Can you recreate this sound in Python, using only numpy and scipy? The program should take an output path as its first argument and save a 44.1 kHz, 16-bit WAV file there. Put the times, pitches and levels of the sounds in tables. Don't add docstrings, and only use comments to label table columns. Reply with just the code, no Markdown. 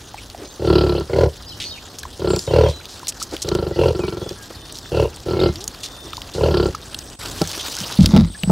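import sys
import numpy as np
from scipy import signal
from scipy.io import wavfile
from scipy.ndimage import uniform_filter1d, minimum_filter1d

SR = 44100
rng = np.random.default_rng(int(sys.argv[2]) if len(sys.argv) > 2 else 0)


def bounce(signal):
    frames = np.transpose(np.atleast_2d(signal))
    limited = np.clip(frames, -1, 1)
    pcm = np.round(limited * 32767).astype(np.int16)
    wavfile.write(sys.argv[1], SR, pcm)


N = 375291
T = np.arange(N) / SR


def amp(db):
    return 10 ** (np.asarray(db) / 20)


def evened(x):
    return x / np.sqrt(np.mean(x ** 2) + 1e-20)


def add(mix, s, sound):
    part = mix[..., round(s * SR):][..., :sound.shape[-1]]
    part += sound[..., :part.shape[-1]]


def resonate(x, hz, width):
    r = np.exp(-np.pi * abs(width) / SR)
    return signal.lfilter([1 - r, 0, r - 1], [1, -2 * r * np.cos(2 * np.pi * hz / SR), r * r], x)


def through(x, peaks):
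    total = 0
    for k, (hz, width, db) in enumerate(peaks):
        unit_ring = resonate(x, hz, width) * SR / (2 * np.pi * width)
        total = total + (-1) ** k * amp(db) * unit_ring
    return total


def climbing(x, peaks, factor):
    total = 0
    for k, (hz, width, db) in enumerate(peaks):
        turn = np.exp(2j * np.pi * np.cumsum(hz * factor) / SR)
        decay = signal.lfilter([1], [1, -np.exp(-np.pi * width / SR)], x / turn)
        total = total + (-1) ** k * amp(db) * (turn * decay).real
    return total


def noise(spectrum, size, patchy_db, flicker_db):
    hop = size // 4
    frames, hz = N // hop + 5, np.fft.rfftfreq(size, 1 / SR)
    a, b, patches = rng.standard_normal((frames, len(hz), 3)).T
    patches = evened(uniform_filter1d(uniform_filter1d(patches, size=9, axis=0), size=15, axis=1))
    flicker = evened(uniform_filter1d(rng.standard_normal(frames), size=5))
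    f, db = np.transpose(spectrum)
    colour_db = np.interp(np.log(hz + 1), np.log(f), db)[:, None]
    z = (a + 1j * b) * amp(colour_db + patchy_db * patches + flicker_db * flicker)
    return evened(signal.istft(z, nperseg=size, noverlap=size - hop)[1][:N])


# (frequency [Hz], relative level per Hz [dB])
FOLIAGE_COLOUR = [(1200, -28), (2000, -7.5), (4000, 1), (7500, -10), (9000, -29)]
FOLIAGE_DB = -59.5


def foliage():
    leaves = amp(FOLIAGE_DB) * noise(FOLIAGE_COLOUR, size=2048, patchy_db=6.0, flicker_db=2.0)
    return np.outer([1, -1], leaves)


# (time [s], length [s], start pitch [Hz], pitch it slides towards [Hz],
#                        level before waver and tail [dB])
BIRD_NOTES = [(0.418, 0.14, 6470, 6330, -48.5), (1.46, 0.044, 4520, 5250, -37),
              (1.49, 0.028, 4800, 3820, -35.5), (1.516, 0.023, 3440, 2860, -35.5),
              (1.61, 0.087, 5760, 6120, -40), (1.68, 0.028, 4700, 5100, -35),
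              (1.643, 0.039, 4740, 4270, -30), (1.692, 0.027, 4470, 4340, -35),
              (1.708, 0.02, 3820, 3740, -30), (1.722, 0.027, 3320, 3020, -37),
              (1.742, 0.029, 2850, 2720, -42), (2.277, 0.051, 8200, 6900, -37),
              (2.305, 0.044, 7950, 7200, -31.5), (2.346, 0.069, 8240, 6800, -32.5),
              (2.466, 0.016, 3950, 3680, -34), (2.486, 0.025, 3240, 2950, -35),
              (2.516, 0.031, 2820, 2780, -38), (2.62, 0.027, 3950, 3500, -35),
              (2.642, 0.047, 3320, 3150, -33.5), (2.722, 0.084, 4010, 3960, -38.5),
              (3.72, 0.053, 1910, 1990, -42), (3.997, 0.079, 2700, 2230, -38), (4.2, 0.11, 3230, 3500, -42),
              (4.367, .09, 1696, 1590, -44), (4.559, 0.14, 3590, 3600, -47),
              (4.833, 0.053, 3530, 3560, -42), (5.318, 0.21, 2220, 2090, -43),
              (5.761, 0.44, 3500, 3600, -45), (6.774, 0.82, 8140, 8020, -46.5),
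              (7.57, 0.11, 3240, 3840, -37), (8.244, 0.12, 7930, 8330, -41), (8.343, 0.18, 8280, 7900, -37)]
TREES_DB, TREES_T60_S = -3, .35


def birds():
    out = np.zeros((2, N))
    for s, length, start_hz, end_hz, db in BIRD_NOTES:
        lead = .5 + .2 * np.log2(end_hz / 2000)
        t = np.arange(0, length, 1 / SR)
        drift = rng.standard_normal((len(t), 2)).T
        wobble, waver = (evened(uniform_filter1d(v, size=300)) for v in drift)
        hz = end_hz + (start_hz - end_hz) * np.exp(-2.5 * t / length)
        hz = hz * (1 + (0.003 + 0.0106 * np.sqrt(length)) * wobble)
        whistle = np.sin(2 * np.pi * np.cumsum(hz) / SR + [[lead], [-lead]])
        loudness = amp(db + (0.1 + 5.0 * np.sqrt(length)) * waver)
        add(out, s, whistle * loudness * signal.windows.tukey(len(t), .4))
    t = np.arange(SR // 2) / SR
    tail = rng.standard_normal((2, len(t))) * amp(-60 * t / TREES_T60_S) * (t > .01)
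    tail = tail / np.linalg.norm(tail[0])
    return out + amp(TREES_DB) * signal.fftconvolve(out, tail, axes=1)[:, :N]


# (time [s], rustle level before faint grit [dB], low air level [dB])
AIR_LEVELS = [(0, -43, -39.5), (7.15, -40.5, -38), (7.19, -32, -37), (7.37, -32, -34), (7.7, -27.5, -42),
              (8.05, -33.5, -37), (8.28, -48, -58), (8.51, -39, -34)]
# (frequency [Hz], relative level per Hz [dB])
RUSTLE_COLOUR = [(600, 2), (1000, 3.5), (1500, 1.5), (2100, -4.5), (3300, 5.5), (5000, 4.5), (9000, -6),
                 (16000, -13)]
LOW_AIR_COLOUR = [(15, -66), (25, -25), (44, -2), (65, 0.5), (210, -16.5), (247, -10.5), (2000, -27),
                  (2600, -108)]


def near_air():
    s, rustle_db, low_db = np.transpose(AIR_LEVELS)
    rustle = noise(RUSTLE_COLOUR, size=256, patchy_db=3.5, flicker_db=2.0) + 0.42 * faint_grit()
    low = noise(LOW_AIR_COLOUR, size=1024, patchy_db=1.2, flicker_db=.6)
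    return amp(np.interp(T, s, rustle_db)) * rustle + amp(np.interp(T, s, low_db)) * low


def faint_grit():
    strength = amp(2.2 * rng.exponential(1, N).clip(0, 3))
    grit = rng.standard_normal(N) * strength * (rng.random(N) < 250 / SR)
    return evened(resonate(grit, 5100, 2100))


STIRS_PER_S = 18
STIR_DB, STIR_SPREAD_DB = -42.5, 6


def stirrings():
    out = np.zeros(N)
    for when, pitch, span, size in rng.random((round(STIRS_PER_S * N / SR), 4)):
        t = np.arange(0, 0.0021 * 14 ** span, 1 / SR)
        hz = min(1400 * 6.5 ** pitch, SR / 3)
        spray = rng.standard_normal(len(t))
        spray = evened(resonate(resonate(spray, hz, 0.2 * hz), hz, 0.2 * hz))
        edges = (t / t[-1]) ** 0.38 * (1 - t / t[-1]) ** 2
        add(out, when * N / SR, amp(STIR_DB - STIR_SPREAD_DB * np.log(size + 0.029)) * spray * edges)
    return out


# (time [s], peak level [dB], centre [Hz])
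DRY_TICKS = [(0.3, -22, 4440), (1.986, -18.5, 5450), (2.032, -15.5, 3640), (2.362, -12.5, 4740),
             (2.392, -11, 4800), (2.855, -18, 3660), (3.0706, -13.5, 3630), (3.123, -22, 3020),
             (3.3657, -13, 3160), (3.488, -9.5, 3900), (3.5503, -15, 4540), (4.2915, -17.5, 4770),
             (4.724, -20, 7660), (4.7863, -18, 4760), (5.1618, -22.5, 8250), (5.557, -18, 4330),
             (5.641, -14.5, 6800), (5.678, -8.5, 6540), (6.132, -16, 3150), (6.169, -13.5, 4430),
             (6.218, -15.5, 3200), (6.546, -19.5, 4400), (6.75, -18, 4700), (6.945, -10.5, 3540),
             (6.989, -13.5, 5800), (7.417, -7, 4600), (7.4744, -14, 6300), (8.059, -1, 4100),
             (8.1636, -10, 2820), (8.4344, -9, 2830)]


def ticks():
    out, t = np.zeros(N), np.arange(0, .05, 1 / SR)
    for s, db, hz in DRY_TICKS:
        spray = rng.standard_normal(len(t)) * amp(-60 * t / .016)
        click = 0.13 * np.diff(spray * np.exp(-t / 0.00042), prepend=0)
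        ring = resonate(spray, hz, 0.32 * hz) + click
        add(out, s, amp(db) * ring / abs(ring).max())
    return out


# (time [s], relative tub boom [dB], relative plank crack [dB])
PLANK_KNOCKS = [(7.415, -13.5, -6.5), (7.809, -23, -44), (7.989, 4, -17), (8.01, 1.5, -18),
                (8.112, -32, -26), (8.136, 0.5, -13), (8.148, -21, -13), (8.162, -27, -6.5),
                (8.184, 1, -16), (8.211, -4, -21), (8.434, -14, -22.5), (8.475, -11.5, -36),
                (8.497, -4, -7)]
# (nominal pitch [Hz], relative level [dB], T60 [s])
TUB_MODES = [(52, -13.5, 0.39), (93, -6, 0.27), (161, -0.5, 0.17), (195.3, 12.5, 0.064), (268, -17, 0.098)]
PLANK_MODES = [(332, 12, 0.021), (453, 3, 0.037), (620, 1.5, 0.04), (820, -3, 0.055), (1313, -10.5, 0.056)]


def knocks():
    out, t = np.zeros(N), np.arange(0, .5, 1 / SR)
    for s, tub_db, plank_db in PLANK_KNOCKS:
        for modes, db, rise in (TUB_MODES, tub_db, .004), (PLANK_MODES, plank_db, .0015):
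            ring = np.zeros(len(t))
            for (hz, mode_db, t60), w in zip(modes, rng.normal(0, 1.5, len(modes))):
                ring += amp(mode_db + w - 60 * t / t60) * np.sin(2 * np.pi * hz * (1 + 0.032 * w) * t)
            add(out, s, amp(db - 3.0) * ring * (1 - np.exp(-t / rise)))
    return out


# (time [s], relative level [dB])
GRATING_LEVEL = [(8.0, -34), (8.09, -33.5), (8.18, -21), (8.23, -31), (8.42, -71)]
# (frequency [Hz], width [Hz], relative level [dB])
SCRATCH_PEAKS = [(1310, 500, -3.5), (2040, 280, -6), (3700, 330, -2), (4900, 760, 0)]


def grating():
    slips = rng.standard_normal(N) * (rng.random(N) < 600 / SR)
    planks = evened(through(slips, [(hz, 90, db) for hz, db, _ in PLANK_MODES]))
    tub = evened(through(slips, [(hz, 40, db) for hz, db, _ in TUB_MODES]))
    scratch = evened(through(slips, SCRATCH_PEAKS))
    level = amp(np.interp(T, *np.transpose(GRATING_LEVEL), left=-np.inf, right=-np.inf))
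    return (planks + 2.7 * tub + 0.52 * scratch) * level


# (time [s], relative level [dB], decay length [s], centre [Hz])
GROUND_SCUFFS = [(0.448, -29, 0.012, 4320), (1.6, -21, 0.06, 3630), (1.989, -22.5, 0.0093, 7300),
                 (2.384, -27.5, 0.093, 5400), (2.685, -25, 0.039, 4050), (2.886, -33.5, 0.11, 4660),
                 (3.081, -12, 0.017, 6500), (3.198, -26, 0.046, 4860), (3.225, -17, 0.013, 6400),
                 (3.331, -29, 0.027, 5000), (3.4184, -15.5, 0.016, 5730), (4.423, -30, 0.013, 6940),
                 (4.744, -28, 0.037, 4800), (5.6055, -26, 0.018, 4560), (5.832, -18.5, 0.032, 4480),
                 (6.336, -28, 0.06, 4640), (8.006, -20.5, 0.042, 4180)]


def scuffs():
    out = np.zeros(N)
    for s, db, length, hz in GROUND_SCUFFS:
        t = np.arange(0, 2.5 * length, 1 / SR)
        grit = rng.standard_normal(len(t)) * amp(5.2 * rng.exponential(1, len(t)).clip(0, 5))
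        scrape = evened(resonate(resonate(grit, 0.88 * hz, 0.47 * hz), hz, 1.95 * hz))
        fade = np.minimum(t / 0.0014, 1) * np.exp(-(t / length) ** 2)
        add(out, s, amp(db - 5.0) * scrape * fade)
    return out


# (time [s], relative level [dB], starting pitch [Hz])
SHORT_POPS = [(0.143, -30.5, 790), (0.347, -31.5, 684), (2.034, -33, 1600), (2.053, -30, 990),
              (3.031, -34, 960), (3.217, -28, 1250), (5.401, -25.5, 3590), (6.133, -30.5, 1200),
              (6.179, -30.5, 950), (6.748, -24.5, 1210)]


def pops():
    out, t = np.zeros(N), np.arange(0, .03, 1 / SR)
    for s, db, hz in SHORT_POPS:
        pop = np.sin(2 * np.pi * hz * t * (1 + 6 * t))
        add(out, s, amp(db) * pop * (t / 0.00063) * np.exp(1 - t / 0.0016))
        snap = rng.standard_normal(len(t)) * np.exp(-t / .003)
        add(out, s, amp(db - 17.5) * evened(resonate(snap, 0.54 * hz, 2300)))
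    return out


# (time [s], length [s], level before fades [dB], resonance [Hz])
PIGLET_GRUNTS = [(0.362, 0.12, -34, 364), (3.316, 0.048, -24, 367), (4.499, 0.018, -30.5, 394),
                 (6.035, 0.067, -35.5, 325)]
# (time [s], length [s], start [Hz], end [Hz], level of its fundamental [dB])
PIGLET_MOAN = (5.52, .155, 270, 480, -35)


def piglet_voices():
    out = np.zeros(N)
    for s, length, db, hz in PIGLET_GRUNTS:
        t = np.arange(0, length, 1 / SR)
        buzz = rng.standard_normal(len(t)) * (1.3 + np.exp(-(t * 70 % 1) / 1.6))
        add(out, s, amp(db) * evened(resonate(buzz, hz, 153)) * np.sin(np.pi * t / length))
    s, length, start_hz, end_hz, db = PIGLET_MOAN
    t = np.arange(0, length, 1 / SR)
    turn = 2 * np.pi * np.cumsum(start_hz + (end_hz - start_hz) * (t / length) ** 1.2) / SR
    add(out, s, amp(db) * (np.sin(turn) + 0.34 * np.sin(2 * turn)) * np.sin(np.pi * t / length))
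    return out


YARD_DB, YARD_T60_S = -15, .2


def yard(x):
    t = np.arange(SR // 3) / SR
    tail = rng.standard_normal(len(t)) * amp(-60 * t / YARD_T60_S) * (t > .004)
    return x + amp(YARD_DB) * signal.fftconvolve(x, tail / np.linalg.norm(tail))[:N]


# (frequency [Hz], width [Hz], relative level [dB])
SHUT_AIRWAY = [(371, 41, 6.5), (435, 88, 3), (1002, 120, -6), (1840, 40, -35)]
OPEN_AIRWAY = [(435.5, 50.7, 5.5), (559, 71, 5.5), (627, 82, 0), (979, 120, -3.5), (1402, 23, -39),
               (2020, 83, -54)]
# (frequency at the flap [Hz], width [Hz], relative level [dB])
PALATE_PEAKS = [(545, 29, -12), (817, 79, -10.5)]
# (frequency before the factor [Hz], width [Hz], relative level [dB])
SINUS_PEAK = (1365, 99, -10)
PALATE_CLIMB = 22.2
PIPE_HZ, PIPE_WIDTH_HZ = 2750, 156


def airway(drive, puff, mouth, effort, since, scale, rasp_db):
    shut, opened = drive * np.sqrt(1 - mouth), drive * np.sqrt(mouth)
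    stretch = np.array([scale, 1, 1])
    tract = through(shut, SHUT_AIRWAY * stretch) + through(opened, OPEN_AIRWAY * stretch)
    palate = climbing(shut, PALATE_PEAKS, 1 + PALATE_CLIMB * since)
    pipe = through(opened + 0.0067 * puff * mouth, [(PIPE_HZ, PIPE_WIDTH_HZ, rasp_db)])
    hz, width, sinus_db = SINUS_PEAK
    sinus = through(resonate(shut * np.sqrt(effort), hz * scale, width), [(hz * scale, width, sinus_db)])
    return tract + palate + pipe + 2 * sinus


# (frequency [Hz], width [Hz], relative level [dB])
CHEST_PEAKS = [(73.6, 17.5, -3), (141.5, 34.6, 1.5), (188, 16.5, 0.5)]
GULP_DB = -3.5


def chest(flaps, puff, mouth, db, gulp_s):
    push = flaps * amp(2.5 * mouth) + .005 * puff
    add(push, gulp_s, amp([db + GULP_DB]) * mouth[-1])
    surge = np.hanning(round(0.0066 * SR))
    push = np.convolve(push, surge / surge.sum())[:len(mouth)]
    return through(push, CHEST_PEAKS[:-1]) + through(push * (1 - mouth), CHEST_PEAKS[-1:])


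# (frequency at the flap [Hz], width [Hz], relative level [dB])
NOSTRIL_PEAKS = [(2826, 900, 12), (3290, 560, 7.4), (3940, 400, 8.8), (4590, 700, 10)]
# (frequency [Hz], width [Hz], relative level [dB])
BREATH_PEAKS = [(1440, 310, -15), (2230, 390, -13.5), (5600, 380, -17.5)]
NOSTRIL_CLIMB = 8
HISS_SCATTER_DB, HISS_EFFORT = 1.8, 0.52


def breath(air, mouth, force, since, scatter):
    hiss = air * amp(-9.5 - 10.4 * mouth + HISS_SCATTER_DB * scatter) * force ** HISS_EFFORT
    hiss = climbing(hiss, NOSTRIL_PEAKS, 1 + NOSTRIL_CLIMB * since)
    return hiss + through(air * mouth ** 2, BREATH_PEAKS)


# (start [s], loudest [s], end [s], palate flaps at start, loudest and end [Hz],
# strength [dB], mouth opening [0-1], factor on the airway resonances [1], relative throat rasp [dB])
SOW_GRUNTS = [(.596, .70, 1.04, 38.8, 37.3, 33.9, -7, .15, .983, -20),
              (1.097, 1.18, 1.28, 23.4, 43.1, 35.3, -8, .95, 1.028, -28),
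              (2.195, 2.285, 2.385, 42, 33.3, 30.6, -10, .1, 1.001, -20),
              (2.476, 2.55, 2.705, 27.9, 41.2, 36.7, -7, .97, 1.001, -15),
              (3.447, 3.51, 3.74, 28, 29.7, 20.6, -12.5, .2, .99, -20),
              (3.761, 3.81, 3.925, 29.1, 46.4, 37.1, -9, .8, .99, -8),
              (3.949, 3.96, 4.35, 22, 23.2, 20.8, -14, .1, .99, -20),
              (4.919, 4.96, 5.075, 34.4, 40.8, 30.6, -10.5, .9, 1.001, -6),
              (5.262, 5.305, 5.37, 44, 41, 36, -14, .1, .98, -20),
              (5.345, 5.42, 5.505, 40.7, 47.4, 27.6, -8.5, .15, .98, -20),
              (6.35, 6.44, 6.516, 29.9, 41.2, 37, -8, .9, 1.004, -14),
              (6.511, 6.535, 6.705, 27, 35.4, 33.8, -9, .1, 1.004, -20)]
SWELL_DB_PER_S, HOLD_S, SAG_DB_PER_S, RELEASE_S = 118, 0.053, 29, 0.0347
START_MOUTH, MOUTH_WAVER = 0.47, 0.19


def grunt(start, loudest, end, start_hz, top_hz, end_hz, db, mouth, scale, rasp_db):
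    t = np.arange(start, end + .1, 1 / SR)
    draws = rng.standard_normal((len(t), 3))
    swell_db = SWELL_DB_PER_S * (loudest - t).clip(0)
    sag_db = SAG_DB_PER_S * (t - loudest - HOLD_S).clip(0)
    force = amp(db - swell_db - sag_db) * np.clip((end - t) / RELEASE_S, 0, 1)
    mouth = np.interp(t, [start, loudest], [START_MOUTH, mouth])
    mouth = np.clip(mouth + MOUTH_WAVER * evened(uniform_filter1d(draws[:, 2], size=1000)), 0, 1)
    rate = np.interp(t, [start, loudest, end], [start_hz, top_hz, end_hz])
    turns = np.cumsum(rate) / SR
    since = turns % 1 / rate
    flaps = (np.diff(np.ceil(turns), prepend=0) > 0) * amp(.8 * draws[:, 0]) * force
    rebound = np.roll(flaps, round(.009 * SR)) * (.5 - 0.43 * mouth)
    rebound += np.roll(flaps, round(0.021 * SR)) * 0.38 * mouth
    puff = (np.exp(-since / 0.023) + 0.47 + 0.86 * mouth) * draws[:, 1] * force
    soft = np.hanning(round(.0004 * SR))
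    drive = np.convolve(flaps + rebound, soft / soft.sum(), "same") + .008 * puff
    jet = np.sqrt(since / 0.005) * np.exp(-since / 0.0041) * draws[:, 1] * force
    air = 0.57 * flaps + 0.19 * jet + 0.01 * puff
    scatter = draws[turns.astype(int), 0]
    voice = airway(drive, puff, mouth, force / amp(db), since, scale, rasp_db)
    body = chest(flaps, puff, mouth, db, end - start - RELEASE_S / 2)
    return t[0], voice + body + breath(air, mouth, force, since, scatter)


def scene():
    sow = np.zeros(N)
    for row in SOW_GRUNTS:
        add(sow, *grunt(*row))
    piglets = scuffs() + pops() + piglet_voices()
    barrow = knocks() + grating()
    near = yard(sow) + piglets + barrow + ticks() + stirrings() + near_air()
    gap = np.interp(T, [7.152, 7.16, 7.187, 7.192], [0.87, 0.094, 0.068, 0.92])
    return near * gap + birds() + foliage()


EDGE_HZ = 15800


def record(dry):
    dry = signal.lfilter(*signal.butter(3, 38, "high", fs=SR), dry)
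    room = np.minimum(.99 / (abs(dry).max(0) + 1e-9), 1)
    held = dry * uniform_filter1d(minimum_filter1d(room, size=301), size=151)
    band = signal.firwin(511, EDGE_HZ, window=("kaiser", 9), fs=SR)
    return signal.oaconvolve(held, band[None], "same")


dry = scene()
out = record(dry)
bounce(out)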